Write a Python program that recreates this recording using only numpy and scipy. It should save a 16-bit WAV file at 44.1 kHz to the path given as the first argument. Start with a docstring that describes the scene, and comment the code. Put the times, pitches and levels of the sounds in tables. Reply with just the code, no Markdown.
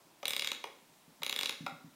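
"""A gloved hand winds a clockwork toy on a table, two turns of the key, in a bare room.
Room hiss, a fading earlier ring and soft bumps of the table top (noise bands, damped modes) come first.
In each turn the key takes up its slack with a rattle in the case, the pawl snaps over ten teeth and
taps the metal frame, and the gear train clunks back when the hand lets go. Soft bumps recur around the
second turn. Wall echoes and a diffuse noise tail answer every blow."""
import sys
import numpy as np
from scipy import signal
from scipy.io import wavfile
from scipy.ndimage import uniform_filter1d

SR = 44100
rng = np.random.default_rng(int(sys.argv[2]) if len(sys.argv) > 2 else 0)


def unload_audio(sound):
    """Save the sound as a 16-bit wav file, at the path given as the first command line argument."""
    columns = np.transpose(np.atleast_2d(sound))
    # keep every value between -1 and 1, then stretch to whole-number steps
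    steps = np.round(np.clip(columns, -1, 1) * 32767)
    wavfile.write(sys.argv[1], SR, steps.astype(np.int16))


N = 85995  # length in samples

# Spectral shape of the room hiss. Each row: frequency in Hz, relative density in dB per Hz.
HISS_SPECTRUM = [(59, -40), (100, -5), (293, -2), (438, -6.5), (742, -4), (917, -4), (1040, -9.5),
                 (5400, -14.5), (15500, -18)]
HISS_RMS_DB, FLICKER_DB = -64, -0.84  # level before the microphone; depth per unit of smoothed noise
# The room still rings from an earlier turn: level at the start, decay time, reference pitch.
FADING_START_DB, FADING_T60_S, FADING_HZ = -71.5, 0.99, 796

# Soft low bumps through the table. Each row: start in seconds, peak before room and microphone in dB.
BUMP_EVENTS = [(0.045, -60), (0.107, -63), (0.82, -61), (0.892, -59), (1.074, -51.5), (1.2, -51),
               (1.602, -36.5), (1.634, -45), (1.718, -42), (1.839, -42.5)]
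BUMP_PUSH_S = 0.0049
# Resonances of the table top. Each row: frequency in Hz, width in Hz, relative level in dB.
TABLE_MODES = [(158.4, 34.4, -10), (270.5, 80, 2), (356, 240, 4.5)]

# Key taking up slack and gear train falling back. Each row: start in seconds, peak before room and
# microphone in dB, share into the frame in dB, rattle length in seconds, favoured case pitch in Hz.
CLUNK_EVENTS = [(0.2295, -32, -4, 0.0064, 745), (.640, -26, -6, 0.0051, 1130),
                (1.2193, -34, -4.5, .006, 755), (1.664, -25, -7, 0.0064, 1005)]
RATTLE_TAPS = 7
FAVOUR_DB_PER_OCTAVE = 2.5  # loss of a case mode per octave away from the favoured pitch
# Resonances of the case. Each row: frequency in Hz, width in Hz, relative level in dB.
CASE_MODES = [(267.6, 132, -8), (416, 138, -5), (534.3, 70, -7.5), (779, 101, -1.5), (888, 140, 0),
              (1099, 142, -2.5), (1268, 93, -6), (1368, 145, -5.5), (2100, 100, -6.5), (2562, 200, -8)]

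# Pawl dropping off each tooth. Each row: start in seconds, peak before room and microphone in dB,
# share into the case in dB, lift of the frame modes above 8 kHz in dB.
TOOTH_EVENTS = [(0.2544, -18.5, -16.5, 3.5), (0.2804, -18.5, -15.5, 9), (0.3061, -21, -15.5, 8.5),
                (0.3335, -19.5, -15.5, 1), (0.3644, -19, -13.5, 2), (0.3947, -19.5, -21, 2.5),
                (0.4214, -21, -14.5, -0.5), (0.4455, -20.5, -17, -3), (0.4725, -20, -17, -3),
                (0.5165, -20, -11, -0.5), (1.2321, -19.5, -14, 3.5), (1.264, -21, -13, 3.5),
                (1.295, -21.5, -14, 3), (1.326, -20.5, -12, 4), (1.362, -20, -11.5, 4.5),
                (1.389, -21, -12.5, 4), (1.4104, -22, -12.5, 5), (1.4319, -19.5, -10.5, 3),
                (1.4574, -20.5, -15.5, 3), (1.4936, -20.5, -12.5, 1)]
# The pawl grazes the tooth, lands and bounces. Each row: mean delay in seconds, mean level in dB.
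CHATTER_TAPS = [(0, -10), (.0005, 3.5), (.0012, -5.5), (.0023, -5.5)]
CHATTER_JITTER_S, CHATTER_SPREAD_DB = .00003, 2.5
# Resonances of the metal frame. Each row: mean frequency in Hz, width in Hz, mean relative level in dB.
FRAME_MODES = [(2246, 205, -7), (2880, 272, -5), (3414, 270, 0.5), (3818, 338, 0.5), (5050, 360, -8),
               (6050, 205, -14), (6985, 340, -11.5), (8760, 770, -11.5), (10280, 1250, -11),
               (12000, 360, -16), (12340, 570, -22), (13000, 470, -18), (15100, 1100, -19)]
# Each blow lands a little differently: level spread from 6 kHz up (less below), fractional pitch spread.
MODE_SPREAD_DB, MODE_DRIFT = 3.0, 0.012

# Wall echoes. Each row: delay in seconds, level in dB before the echo high-pass.
WALL_ECHOES = [(.0141, -10), (0.031, -13.5), (0.058, -38)]
ECHO_LOW_HZ = 1400  # the walls return the treble more cleanly
# Decay of the diffuse tail. Each row: frequency in Hz, time to fall 60 dB in seconds.
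TAIL_T60 = [(150, 0.32), (500, 0.48), (2000, 0.49), (5500, 0.57), (14600, 0.38)]
# Strength of the diffuse tail. Each row: frequency in Hz, reverberant energy in dB.
TAIL_ENERGY = [(150, -2), (300, 1.5), (420, -1.5), (550, 0.5), (750, -6.5), (1100, -8), (1600, 1.5),
               (2500, -7.5), (5500, -6.5), (14600, -7.5)]
TAIL_BUILD_S = 0.0032

MIC_LOW_HZ, TOP_HZ = 131.5, 15700
RUMBLE_RMS_DB = -89  # before the cut of the top


def undb(db):
    """Amplitude ratio: twenty decibels make a factor of ten."""
    return 10 ** (np.asarray(db) / 20)


def read(table, hz):
    """Interpolation of a (Hz, value) table on a logarithmic frequency axis."""
    points = np.array(table)
    return np.interp(np.log(hz), np.log(points[:, 0]), points[:, 1])


def band(x, lo_hz, hi_hz):
    """Band-pass filtering: only the frequencies between two limits are kept."""
    limits = [lo_hz, min(hi_hz, SR / 2.1)]
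    return signal.sosfilt(signal.butter(2, limits, "band", fs=SR, output="sos"), x)


def ring(modes, tilt_db=0, chance=None):
    """Modal superposition: a tap excites damped sines, neighbours in opposite phase, for 60 ms."""
    hz, width_hz, level_db = np.array(modes).T[:, :, None]
    level_db = level_db + np.reshape(tilt_db, (-1, 1))
    if chance is not None:
        level_db = level_db + MODE_SPREAD_DB * chance[1] * np.minimum(hz / 6000, 1)
        hz = hz * (1 + MODE_DRIFT * chance[0])
    t = np.arange(SR * 6 // 100) / SR
    sign = (-1.) ** np.arange(len(hz))[:, None]
    decay = np.exp(-np.pi * width_hz * t)  # a wider resonance dies sooner
    return np.sum(sign * undb(level_db) * decay * np.sin(2 * np.pi * hz * t), axis=0)


def ring_frame(tilt_db=0):
    """Modal superposition for the metal frame, with the modes varied at random for each blow."""
    return ring(FRAME_MODES, tilt_db, rng.standard_normal((2, len(FRAME_MODES), 1)))


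def add(out, at_s, peak_db, delays, sizes, body):
    """Convolution: a group of taps rings the body, scaled so that its highest swing is peak_db."""
    lag = ((delays - delays.min()) * SR).astype(int)
    hit = np.convolve(np.bincount(lag, sizes), body)
    start = int(at_s * SR)
    hit = hit[:N - start]
    out[start:start + len(hit)] += hit * undb(peak_db) / np.abs(hit).max()


def hiss():
    """Filtered noise: half-octave bands flicker independently over the decaying earlier ring."""
    out = 0
    step = SR // 12  # samples between new flicker values
    for hz in 40 * 2 ** np.arange(0, 9, .5):
        steps = np.repeat(rng.standard_normal(N // step + 1), step)
        flicker = uniform_filter1d(steps, step)[:N]
        level_db = read(HISS_SPECTRUM, min(hz, 15000)) + FLICKER_DB * flicker
        noise = band(rng.standard_normal(N), hz / 2 ** .25, hz * 2 ** .25)
        out = out + undb(level_db) * noise
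    fading = band(rng.standard_normal(N), FADING_HZ / 3.6, FADING_HZ * 1.23)
    fading_db = FADING_START_DB - 60 * np.arange(N) / SR / FADING_T60_S
    fading = fading / fading.std() * undb(fading_db)
    return out / out.std() * undb(HISS_RMS_DB) + fading


def bumps():
    """Smooth excitation: a push of a few milliseconds drives the low modes of the table top."""
    out = np.zeros(N)
    push = np.arange(int(BUMP_PUSH_S * SR) + 3)
    for at_s, peak_db in BUMP_EVENTS:
        add(out, at_s, peak_db, (push + .5) / SR, np.hanning(len(push)), ring(TABLE_MODES))
    return out


def clunks():
    """Repeated impact: a firm knock and fading rattle ring the case, with a share in the frame."""
    out = np.zeros(N)
    case_hz = np.array(CASE_MODES)[:, 0]
    for at_s, peak_db, frame_db, length_s, favour_hz in CLUNK_EVENTS:
        place, softness = rng.random((2, RATTLE_TAPS))
        progress = (np.arange(RATTLE_TAPS) + place) / RATTLE_TAPS  # one tap in each equal slot
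        tap_db = -9 * progress - 6.4 * softness
        tilt_db = -FAVOUR_DB_PER_OCTAVE * np.abs(np.log2(case_hz / favour_hz))
        body = ring(CASE_MODES, tilt_db) + undb(frame_db) * ring_frame()
        add(out, at_s, peak_db, length_s * progress, undb(tap_db), body)
    return out


def ratchet():
    """Impulsive excitation: each tooth gives hard, close taps to the frame, with a share in the case."""
    out = np.zeros(N)
    delay_s, level_db = np.array(CHATTER_TAPS).T
    high = np.array(FRAME_MODES)[:, 0] > 8000
    for at_s, peak_db, case_db, bright_db in TOOTH_EVENTS:
        jitter, spread = rng.standard_normal((2, len(delay_s)))
        body = ring_frame(bright_db * high) + undb(case_db) * ring(CASE_MODES)
        tap_s = delay_s + CHATTER_JITTER_S * jitter
        tap_db = level_db + CHATTER_SPREAD_DB * spread
        add(out, at_s, peak_db, tap_s, undb(tap_db), body)
    return out


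def diffuse_tail(t):
    """Statistical reverberation: third-octave noise builds up and decays exponentially band by band."""
    tail = 0
    for hz in 88 * 2 ** np.arange(0, 8, 1 / 3):
        noise = band(rng.standard_normal(len(t)), hz / 2 ** (1 / 6), hz * 2 ** (1 / 6))
        fade = undb(-60 * t / read(TAIL_T60, hz)) * (1 - np.exp(-t / TAIL_BUILD_S))
        fade_norm = np.sqrt(np.sum(fade ** 2))
        tail = tail + undb(read(TAIL_ENERGY, hz)) * noise * fade / fade_norm
    return tail


def wall_echoes(length):
    """Specular reflection: delayed impulses return with their bass weakened."""
    delay_s, level_db = np.array(WALL_ECHOES).T
    echoes = np.bincount((delay_s * SR).astype(int), undb(level_db), length)
    return signal.lfilter(*signal.butter(1, ECHO_LOW_HZ, "high", fs=SR), echoes)


def room(x):
    """Linear superposition: the direct sound is joined by its convolution with the room response."""
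    t = np.arange(N // 2) / SR
    response = diffuse_tail(t) + wall_echoes(len(t))
    return x + signal.fftconvolve(x, response)[:N]


def scene():
    """Superposition: the blows sound in the room and the hiss is added; one channel."""
    blows = ratchet() + clunks() + bumps()
    return (room(blows) + hiss())[None]


def record(dry):
    """Band limitation: a small microphone loses the bass, faint rumble is added, the top is cut."""
    x = signal.sosfilt(signal.butter(4, MIC_LOW_HZ, "high", fs=SR, output="sos"), dry)
    rumble = band(rng.standard_normal(N), 17, 106)
    x = x + rumble / rumble.std() * undb(RUMBLE_RMS_DB)
    return signal.sosfilt(signal.ellip(8, .2, 70, TOP_HZ, fs=SR, output="sos"), x)


dry = scene()
out = record(dry)
unload_audio(out)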